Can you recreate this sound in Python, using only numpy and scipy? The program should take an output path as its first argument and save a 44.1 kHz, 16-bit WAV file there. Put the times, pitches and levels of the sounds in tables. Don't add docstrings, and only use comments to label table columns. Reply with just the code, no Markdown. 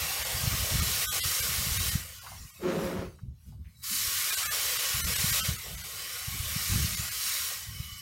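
import sys
import numpy as np
from scipy import signal
from scipy.fft import rfft, irfft, next_fast_len
from scipy.io import wavfile
from scipy.ndimage import uniform_filter1d, map_coordinates

SR = 44100
rng = np.random.default_rng(int(sys.argv[2]) if len(sys.argv) > 2 else 0)


def transcribe(u):
    v = np.clip(np.atleast_2d(u).T, -1, 1)
    q = np.round(v * 32767).astype(np.int16)
    wavfile.write(sys.argv[1], SR, q)


N = 353241

# time in seconds, fizz level in dB.
FIRST_BOIL = [(0, -33.5), (0.3, -35), (1.0, -30.5), (1.3, -30.5), (1.7, -32.5), (1.9, -31.5), (2.05, -45.5),
              (2.35, -50.5), (2.58, -55), (2.85, -47.5), (3.03, -58.5), (3.31, -78.5), (3.49, -63),
              (3.59, -76)]
SECOND_BOIL = [(3.76, -65), (3.818, -57.5), (3.838, -38), (3.94, -31), (5.1, -32), (5.36, -28),
               (5.47, -32.5), (5.56, -41.5), (5.75, -44), (6.0, -40), (6.4, -38.0), (6.72, -32), (7.1, -37),
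               (7.28, -31.5), (7.47, -34.0), (7.7, -45.5), (8.0, -49)]
# frequency in Hz, relative level in dB.
FIZZ_SPECTRUM = [(2800, -26), (3900, 2.5), (5400, 3.5), (7500, 1.5), (10000, 0), (12300, 1.5), (14300, 0),
                 (15800, -2.5)]
SIZZLE_SPECTRUM = [(900, -18), (1080, 0), (1260, -1), (1360, -6), (1460, -0.5), (1660, -1), (1850, 3.5),
                   (2950, 1), (3600, 4), (4600, -57)]
SIMMER_SPECTRUM = [(200, -13), (330, -11.5), (450, 0), (550, 3.5), (720, 1), (850, 2.5), (1000, -0.5),
                   (1250, -30.5)]
FULL_BOIL_DB = -29


def boiling():
    fizz_db, = curves([*FIRST_BOIL, *SECOND_BOIL])
    sizzle_db, simmer_db = bubble_sizes(fizz_db)
    surge_db = 0.12 * wobble(17) + 0.16 * wobble(90)
    fizz = coloured(crackle(rate=2000, spread_db=-0.5, share=0.32), FIZZ_SPECTRUM)
    sizzle = coloured(crackle(rate=1200, spread_db=2.5, share=0.25), SIZZLE_SPECTRUM)
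    burble_db = np.clip(2 - 0.25 * (fizz_db + simmer_db + 47.5), 2, 5)
    uneven_db = np.clip(1 + 0.13 * (FULL_BOIL_DB - fizz_db), 1, 5)
    simmer = patchy(coloured(noise(), SIMMER_SPECTRUM), burble_db, size=4)
    hiss = amp(fizz_db + surge_db) * (fizz + amp(sizzle_db) * sizzle + amp(simmer_db) * simmer)
    uneven_hiss = np.std(hiss) * patchy(hiss, uneven_db, size=4)
    return wall_reflections(uneven_hiss), fizz_db


QUENCH_S = [-0.9, 3.76]
# base level in one dip, in dB relative to the fizz.
SIMMER_BASE_DB = [-12.5, -16]
SIZZLE_BASE_DB = -5
SIZZLE_LAG, SIMMER_LAG = 0.3, 0.95
GROW_S, SIZZLE_LATE_DB, SIMMER_LATE_DB = 0.21, 13, 50
SIZZLE_COOLING_DB_PER_S, SIMMER_COOLING_DB_PER_S = 0.96, 3.5


def bubble_sizes(fizz_db):
    dip = np.searchsorted(QUENCH_S[1:], clock())
    age_s = clock() - np.take(QUENCH_S, dip)
    young = np.exp(-age_s / GROW_S)
    slack_db = np.clip(FULL_BOIL_DB - fizz_db, 0, 7)
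    sizzle_db = SIZZLE_BASE_DB + SIZZLE_LAG * slack_db
    sizzle_db -= SIZZLE_LATE_DB * young + SIZZLE_COOLING_DB_PER_S * age_s
    simmer_db = np.take(SIMMER_BASE_DB, dip) + SIMMER_LAG * slack_db
    simmer_db -= SIMMER_LATE_DB * young + SIMMER_COOLING_DB_PER_S * age_s
    return sizzle_db, simmer_db


# delay in seconds, signed gain.
REFLECTIONS = [(.00073, .14), (.00116, -.2), (.00187, -.036), (.00268, .14), (.00559, .16), (.00627, .27)]


def wall_reflections(hiss):
    soft = uniform_filter1d(hiss, size=2)
    return hiss + sum(gain * np.roll(soft, round(delay * SR)) for delay, gain in REFLECTIONS)


# middle in seconds, length in seconds.
STUTTERS = [(.241, .012), (.811, .013), (1.089, .048), (1.217, .032), (1.416, .012), (1.786, .014),
            (1.906, .013), (2.204, .017), (2.525, .022), (4.316, .011), (4.36, .018), (4.445, .011),
            (4.491, .033), (4.782, .012), (5.029, .026), (5.059, .013), (5.147, .011), (5.176, .011),
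            (5.317, .014), (5.424, .028), (5.575, .012), (5.765, .014), (5.83, .013), (6.962, .013),
            (7.103, .015)]
STUTTER_DB, STUTTER_DB_PER_S = -9, -400
GLINT_DB, GLINT_LOW_HZ, GLINT_SPAN_HZ = -1.8, 1200, 13200


def stuttering(hiss, fizz_db, tones):
    gain, glints = np.ones(N), np.zeros(N)
    for middle_s, length in STUTTERS:
        near, t = around(middle_s, length + 0.03)
        depth_db = STUTTER_DB + STUTTER_DB_PER_S * length
        gain[near] *= amp(depth_db * flat_top(t, length / 2 + 0.001))
        pitch, phase, strength, moment = rng.random((4, tones, 1))
        hz = GLINT_LOW_HZ + GLINT_SPAN_HZ * pitch ** 1.25
        offset_s = 0.7 * length * (moment - 0.5)
        life = flat_top(t - offset_s, 0.35 * length + 0.009)
        weight = unit(amp(5.6 * strength) / hz ** 0.18) * np.sqrt(2 / tones)
        glints[near] += np.sum(weight * life * np.sin(2 * np.pi * (hz * t + phase)), axis=0)
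    return hiss * gain + amp(fizz_db + GLINT_DB) * glints


# centre in Hz, width in Hz, relative level in dB.
SINGING_BANDS = [(1160, 35, -9.5), (2020, 87, -12), (2230, 90, -8.5), (2990, 120, -2.5), (5000, 310, -14)]


def singing():
    def bands(hz):
        return sum(amp(db) * np.exp(-((hz - centre) / (0.6 * width)) ** 2)
                   for centre, width, db in SINGING_BANDS)

    fade_in = envelope(start_s=7.68, length_s=N / SR, attack_s=0.099, release_db_per_s=0)
    return amp(-49.5) * fade_in * unit(filtered(noise(), bands))


# frequency in Hz, relative level in dB.
SCRAPE_SPECTRUM = [(100, -29), (250, 8), (650, -6), (780, -5), (930, 0.5), (1250, 1), (1700, -4.5),
                   (2250, -7), (3200, -11.5), (5000, -17), (9000, -30)]
# middle in seconds, peak in dB, pitch in Hz, half-length in seconds.
GLUGS = [(2.671, -29.5, 360, 0.034), (2.70, -29, 186, 0.013), (2.779, -26, 183, 0.009),
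         (2.801, -35, 541, 0.039), (2.968, -32, 190, 0.02)]
DRAG_START_S, DRAG_SAG_DB_PER_S = 2.581, 19.5
GROAN_DB, SCRAPE_DB = -29, -35


def handle_drag():
    slowing = amp(-DRAG_SAG_DB_PER_S * np.maximum(clock() - DRAG_START_S, 0))
    stroke = slowing * envelope(DRAG_START_S, length_s=0.44, attack_s=0.12, release_db_per_s=174)
    slips = crackle(rate=290, spread_db=-2.0, share=0.3)
    glugs = sum(swell(*glug) for glug in GLUGS)
    groan = amp(GROAN_DB) * unit(filtered(slips, trough_response))
    scrape = amp(SCRAPE_DB + 1.9 * wobble(45)) * coloured(slips, SCRAPE_SPECTRUM)
    return stroke * (groan + scrape) + glugs


# centre in Hz, width in Hz, relative level in dB.
TROUGH_MODES = [(182.5, 23, -2), (362, 32, -1), (445, 59, -11), (536, 12, -2.5), (666, 77, -15.5)]


def trough_response(hz):
    modes = sum((-1) ** k * amp(db) * resonance(hz, centre, width)
                for k, (centre, width, db) in enumerate(TROUGH_MODES))
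    return modes / (1 + (hz / 1100) ** 4)


# start in seconds, level in dB, pitch in Hz,
# attack in seconds, time to fall 60 dB in seconds.
SPLASHES = [(2.235, -54, 750, .002, 0.3), (2.262, -42, 1150, .0006, 0.15), (2.315, -44.5, 880, .003, 0.2),
            (3.187, -54, 1250, .001, .074), (3.522, -59, 776, .004, 0.12), (3.64, -54.5, 2070, 0.023, 0.21),
            (3.909, -44, 193, .002, 0.27), (5.65, -51.5, 643, .004, 0.54), (7.515, -46, 570, 0.0017, 0.054)]


def splashes():
    out, t = np.zeros(N + SR), np.arange(SR // 4) / SR
    hz = np.fft.rfftfreq(2 * len(t), 1 / SR)
    for start_s, db, pitch_hz, attack_s, t60 in SPLASHES:
        white = rfft(rng.standard_normal(2 * len(t)))
        band = resonance(hz, pitch_hz, width=0.55 * pitch_hz) ** 2
        burst = unit(irfft(white * band))[:len(t)]
        rise = 1 - np.exp(-t / attack_s)
        out[round(start_s * SR):][:len(t)] += amp(db - 60 * t / t60) * rise * burst
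    return out[:N]


# start in seconds, length in seconds, level in dB.
GUSTS = [(0, 0.035, -43), (0.183, 0.42, -43.5), (0.395, 0.21, -36), (0.697, 0.19, -36.5),
         (0.926, 0.41, -46.5), (1.393, 0.32, -41), (1.64, .33, -38), (2.291, 0.14, -48),
         (2.614, 0.48, -48.5), (3.198, 0.088, -43), (3.453, 0.14, -42), (3.92, 0.23, -51),
         (4.4, 0.12, -49.5), (4.926, .17, -37), (5.168, 0.34, -40), (5.638, 0.14, -44), (6.27, 0.41, -46.5),
         (6.684, 0.17, -32), (6.903, 0.11, -41.5), (7.655, 0.3, -47.5)]
# frequency in Hz, relative level in dB.
RUMBLE_SPECTRUM = [(20, -35), (35, -24), (52, 1.5), (78, 4), (120, -2.5), (170, -7), (230, -16.5),
                   (320, -39.5), (600, -42.5)]
BUFFET_SPECTRUM = [(150, -5), (240, -3), (340, -1.5), (450, -9.5), (700, -26)]
CALM_DB = -57.5
BUFFET_DB, HARD_GUST_DB = -51.5, -31


def gusts():
    swells = [amp(db) * envelope(start_s, length_s, attack_s=0.022, release_db_per_s=130)
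              for start_s, length_s, db in GUSTS]
    flow = np.maximum(np.max(swells, axis=0), amp(CALM_DB)) * amp(3 * wobble(28))
    rumble = flow * coloured(noise(), RUMBLE_SPECTRUM)
    hardness = (flow / amp(HARD_GUST_DB)) ** 1.63
    buffet = amp(BUFFET_DB) * hardness * coloured(noise(), BUFFET_SPECTRUM)
    return rumble + buffet


# middle in seconds, peak in dB, pitch in Hz.
PUFFS = [(0.351, -26, 90), (.441, -24, 115), (.478, -18.5, 105), (0.757, -23, 127), (0.797, -22.5, 82),
         (0.872, -31, 94), (1.26, -26.5, 97), (1.672, -22, 112), (1.721, -23, 80), (1.81, -26, 85),
         (1.957, -16.5, 135), (2.41, -35.5, 65), (2.995, -27, 98), (3.238, -28, 110), (3.288, -31.5, 98),
         (4.08, -34, 75), (4.952, -28.5, 96), (5.052, -25, 77), (5.245, -21, 135), (5.32, -26, 106),
         (5.492, -19, 120), (6.285, -27, 105), (6.406, -24.5, 86), (6.47, -32, 75), (6.565, -23.5, 137),
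         (6.761, -20.5, 106), (6.85, -25, 133), (6.999, -25, 102), (7.69, -32.5, 90), (7.805, -25.5, 107),
         (7.93, -36, 80)]


def puffs():
    return sum(swell(middle_s, db, hz, half_length_s=0.56 / hz) for middle_s, db, hz in PUFFS)


def yard():
    spectrum = [(40, 7), (150, 8.5), (350, -23), (1000, -13.5), (4000, -41), (14000, -45)]
    return amp(-69.5) * coloured(noise(), spectrum)


def amp(db):
    return np.exp(np.asarray(db) * (np.log(10) / 20))


def unit(x):
    return x / np.sqrt(np.mean(x ** 2) + 1e-20)


def clock():
    return np.arange(N) / SR


def curves(rows):
    times, *columns = np.transpose(rows)
    return [np.interp(clock(), times, column) for column in columns]


def noise():
    return rng.standard_normal(N)


def wobble(rate):
    knots = rng.standard_normal(int(N * rate / SR) + 4)
    coarse = clock()[::32]
    return np.interp(clock(), coarse, map_coordinates(knots, [coarse * rate]))


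def crackle(rate, spread_db, share):
    bed, pops = noise(), np.zeros(N)
    at = np.flatnonzero(rng.random(N) < rate / SR)
    pops[at] = np.sign(bed[at - 2]) * amp(spread_db * np.clip(bed[at - 1], -2, 2))
    return np.sqrt(share) * unit(pops) + np.sqrt(1 - share) * bed[::-1]


def filtered(x, response):
    size = next_fast_len(N + SR // 4)
    return irfft(rfft(x, size) * response(np.fft.rfftfreq(size, 1 / SR)), size)[:N]


def coloured(x, points):
    freqs, db = np.transpose(points)
    freqs, db = np.r_[freqs[0] / 2, freqs, freqs[-1] * 2], np.r_[-120, db, -120]
    return unit(filtered(x, lambda hz: amp(np.interp(np.log(hz + 1), np.log(freqs), db))))


def resonance(hz, centre, width):
    return 1j * hz * width / (centre ** 2 - hz ** 2 + 1j * hz * width)


def patchy(x, depth_db, size):
    _, t, spectra = signal.stft(x.astype(np.float32), SR, nperseg=1024)
    patches = uniform_filter1d(rng.standard_normal(spectra.shape), size, axis=0)
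    patches = uniform_filter1d(patches, 2 * size, axis=1)
    depth_db = np.interp(t, clock(), depth_db * np.ones(N))
    gain = amp(depth_db * unit(patches) - depth_db ** 2 * np.log(10) / 20)
    return unit(signal.istft(spectra * gain.astype(np.float32), nperseg=1024)[1][:N])


def around(middle_s, reach_s):
    near = np.arange(max(int((middle_s - reach_s) * SR), 0), min(int((middle_s + reach_s) * SR), N))
    return near, near / SR - middle_s


def flat_top(t, half_length_s):
    return 1 / (1 + (np.abs(t) / half_length_s) ** 6)


def swell(middle_s, db, hz, half_length_s):
    out = np.zeros(N)
    near, t = around(middle_s, np.pi * half_length_s)
    out[near] = amp(db) * np.exp(-(t / half_length_s) ** 2) * np.sin(2 * np.pi * (hz * t + rng.random()))
    return out


def envelope(start_s, length_s, attack_s, release_db_per_s):
    t = clock() - start_s
    rise = np.sin(np.pi / 2 * np.clip(t / attack_s, 0, 1)) ** 2
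    return rise * amp(-release_db_per_s * np.clip(t - length_s, 0, 2))


def scene():
    hiss, fizz_db = boiling()
    trough = stuttering(hiss, fizz_db, tones=24) + handle_drag() + splashes() + singing()
    mono = trough + gusts() + puffs() + yard()
    return np.array([mono, mono])


BAND_LIMIT_HZ = 15850


def record(dry):
    mono = filtered(dry.mean(axis=0), lambda hz: hz < BAND_LIMIT_HZ)
    return np.array([mono, mono])


dry = scene()
out = record(dry)
transcribe(out)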